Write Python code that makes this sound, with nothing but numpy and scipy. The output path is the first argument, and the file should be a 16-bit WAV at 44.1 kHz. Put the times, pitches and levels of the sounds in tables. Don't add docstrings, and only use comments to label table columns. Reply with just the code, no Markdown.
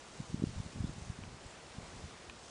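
import sys
import numpy as np
from scipy import signal
from scipy.fft import rfft, irfft, next_fast_len
from scipy.io import wavfile
from scipy.ndimage import uniform_filter1d, map_coordinates

SR = 44100
rng = np.random.default_rng(int(sys.argv[2]) if len(sys.argv) > 2 else 0)


def output_pcm(signal):
    pcm = np.clip(np.atleast_2d(signal).T, -1, 1) * 32767
    wavfile.write(sys.argv[1], SR, np.round(pcm).astype(np.int16))


N = 110250


def amp(db):
    return 10 ** (np.asarray(db) / 20)


def unit(x):
    return x / np.sqrt(np.mean(x ** 2) + 1e-20)


def along(points, hz):
    knots_hz, values = np.transpose(points)
    return np.interp(np.log(hz + 1), np.log(knots_hz + 1), values)


def wobble(rate_hz):
    knots = rng.standard_normal(int(N * rate_hz / SR) + 4)
    return map_coordinates(knots, [np.arange(N) * rate_hz / SR])


def filtered(x, response):
    size = next_fast_len(len(x) + SR // 2)
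    return irfft(rfft(x, size) * response(np.fft.rfftfreq(size, 1 / SR)), size)[:len(x)]


def noise(spectrum, patchy_db):
    bins = signal.stft(rng.standard_normal(N), nperseg=512)[2]
    patches = uniform_filter1d(rng.standard_normal(bins.shape), size=6, axis=0)
    patches = uniform_filter1d(patches, size=12, axis=1)
    patchy = signal.istft(bins * amp(patchy_db * unit(patches)), nperseg=512)[1][:N]
    return unit(filtered(patchy, lambda hz: amp(along(spectrum, hz))))


def rush():
    # (frequency [Hz], relative density [dB])
    spectrum = [(15, -22), (30, -2), (65, -0.5), (150, -1.5), (300, -2.5), (410, -0.5), (570, -2.5),
                (720, -3), (850, -4), (1200, -6), (1600, -8), (2100, -9.5), (2450, -10.5), (3200, -11.5),
                (5400, -14), (7500, -17.5), (10000, -22)]
    level_db = -53.5 + 0.78 * wobble(rate_hz=3.3)
    return amp(level_db) * noise(spectrum, patchy_db=0.79)


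def leaves():
    # (time [s], level [dB])
    envelope = [(0, -63), (.19, -61.5), (.33, -59.5), (.39, -64.5), (.45, -60.5), (.6, -61), (.87, -61),
                (.97, -61.5), (1.02, -58.5), (1.14, -63.5), (1.31, -69.5), (1.5, -61), (1.6, -68.5),
                (1.85, -63.5), (2.04, -62.5), (2.12, -66), (2.36, -68.5), (2.46, -58)]
    # (frequency [Hz], relative density [dB])
    spectrum = [(800, -32), (2500, -3.5), (4200, -2), (7300, 1), (10000, -8)]
    level_db = np.interp(np.arange(N) / SR, *np.transpose(envelope))
    grain_db = 2.5 * wobble(rate_hz=420)
    return amp(level_db) * unit(amp(grain_db) * noise(spectrum, patchy_db=1.5))


def bird():
    start_s, length_s, from_hz, to_hz, peak_db = 0.828, 0.064, 3100, 4150, -61
    progress = np.clip((np.arange(N) / SR - start_s) / length_s, 0, 1)
    pitch_hz = from_hz + (to_hz - from_hz) * progress + 50 * wobble(rate_hz=300)
    envelope = np.sqrt(np.abs(np.sin(np.pi * progress)))
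    return amp(peak_db) * envelope * np.sin(2 * np.pi * np.cumsum(pitch_hz) / SR)


def clicks():
    # (time [s], gain [dB], t60 scale [ratio], low-pass cutoff [Hz])
    contacts = [(1.237, -34, .25, 2920), (2.2974, -37.5, 0.66, 8000)]
    # (frequency [Hz], relative level [dB], unscaled t60 [s])
    twig_modes = [(1150, -3.5, 0.024), (1780, -4, 0.019), (2510, 2.5, 0.02), (2890, -3.5, 0.018),
                  (3960, -6, 0.016), (7200, -5, 0.0099)]
    rise_s = 0.00023
    out, t = np.zeros(N + SR), np.arange(SR // 10) / SR
    attack = 1 - np.exp(-t / rise_s)
    for start_s, gain_db, t60_scale, cutoff_hz in contacts:
        ring = sum(amp(mode_db - 60 * t / (t60_s * t60_scale)) * np.sin(2 * np.pi * hz * t)
                   for hz, mode_db, t60_s in twig_modes)
        lowpass = signal.butter(4, cutoff_hz, fs=SR, output="sos")
        out[round(start_s * SR):][:len(t)] += amp(gain_db) * signal.sosfilt(lowpass, ring * attack)
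    return out[:N]


def flutter():
    # (time [s], level [dB])
    envelope = [(0, -77), (.17, -67), (.21, -45), (.27, -61), (.31, -48), (.385, -45), (.43, -57),
                (.5, -45.5), (.54, -50), (.58, -47), (.66, -54.5), (.72, -56), (.77, -43.5), (.89, -47.5),
                (.94, -54), (1.08, -49.5), (1.14, -62.5), (1.22, -50.5), (1.35, -55), (1.41, -67),
                (1.47, -59), (1.53, -79), (1.68, -79), (1.75, -54.5), (1.83, -56), (1.89, -60), (1.96, -53),
                (2.07, -58.5), (2.14, -70), (2.5, -66)]
    # (frequency [Hz], relative density [dB])
    spectrum = [(20, -11.5), (45, -2), (90, 1.5), (170, -2), (280, -9), (420, -25), (800, -35),
                (2000, -80.5)]
    level_db = np.interp(np.arange(N) / SR, *np.transpose(envelope))
    return amp(level_db) * noise(spectrum, patchy_db=2)


def eddies_and_knock():
    thumps = [(0.2035, -31.5, 1.34), (0.302, -37, 1.65), (0.345, -23, 1.17), (.3495, -49, 3.4),
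              (0.399, -32, 1.2), (0.4235, -25.5, 0.94), (0.4398, -19, 0.96), (0.4719, -31.5, 1.73),
              (.495, -33, 1.6), (0.57, -37.5, 3.2), (0.583, -35, 2.3), (0.6034, -29, 1.74),
              (.6635, -35.5, 1.52), (0.761, -36, 1.4), (0.8072, -27.5, 1.72), (.8429, -26.5, 1.11),
              (0.8484, -29, 2.1), (0.8957, -33.5, 0.99), (0.983, -43, 1.43), (1.0237, -37.5, 2.05),
              (1.102, -29, 1.9), (1.191, -36.5, 1.18), (1.2378, -39.5, 1.2), (1.279, -42.5, 1.4),
              (1.346, -44.5, 1.6), (1.463, -45.5, 2.8), (1.7863, -34, 1.48), (1.833, -47, 1.4),
              (1.944, -41.5, 1.97), (2.043, -40.5, 2.14), (2.058, -41, 1.9), (2.2938, -47, 2.4)]
    counter_height_ratio, counter_width_ratio = 0.16, 1.84
    t, out = np.arange(N) / SR, np.zeros(N)
    swing = lambda u: u * np.exp((1 - u * u) / 2)
    for centre_s, swing_db, half_width_ms in thumps:
        offset = (t - centre_s) * 1000 / half_width_ms
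        counter_swing = counter_height_ratio * swing(offset / counter_width_ratio)
        out += amp(swing_db) * (swing(offset) - counter_swing)
    return out


def scene():
    return (rush() + leaves() + flutter() + eddies_and_knock() + clicks() + bird())[None]


def record(dry):
    top_hz = 10100
    return np.array([filtered(channel, lambda hz: hz < top_hz) for channel in dry])


dry = scene()
out = record(dry)
output_pcm(out)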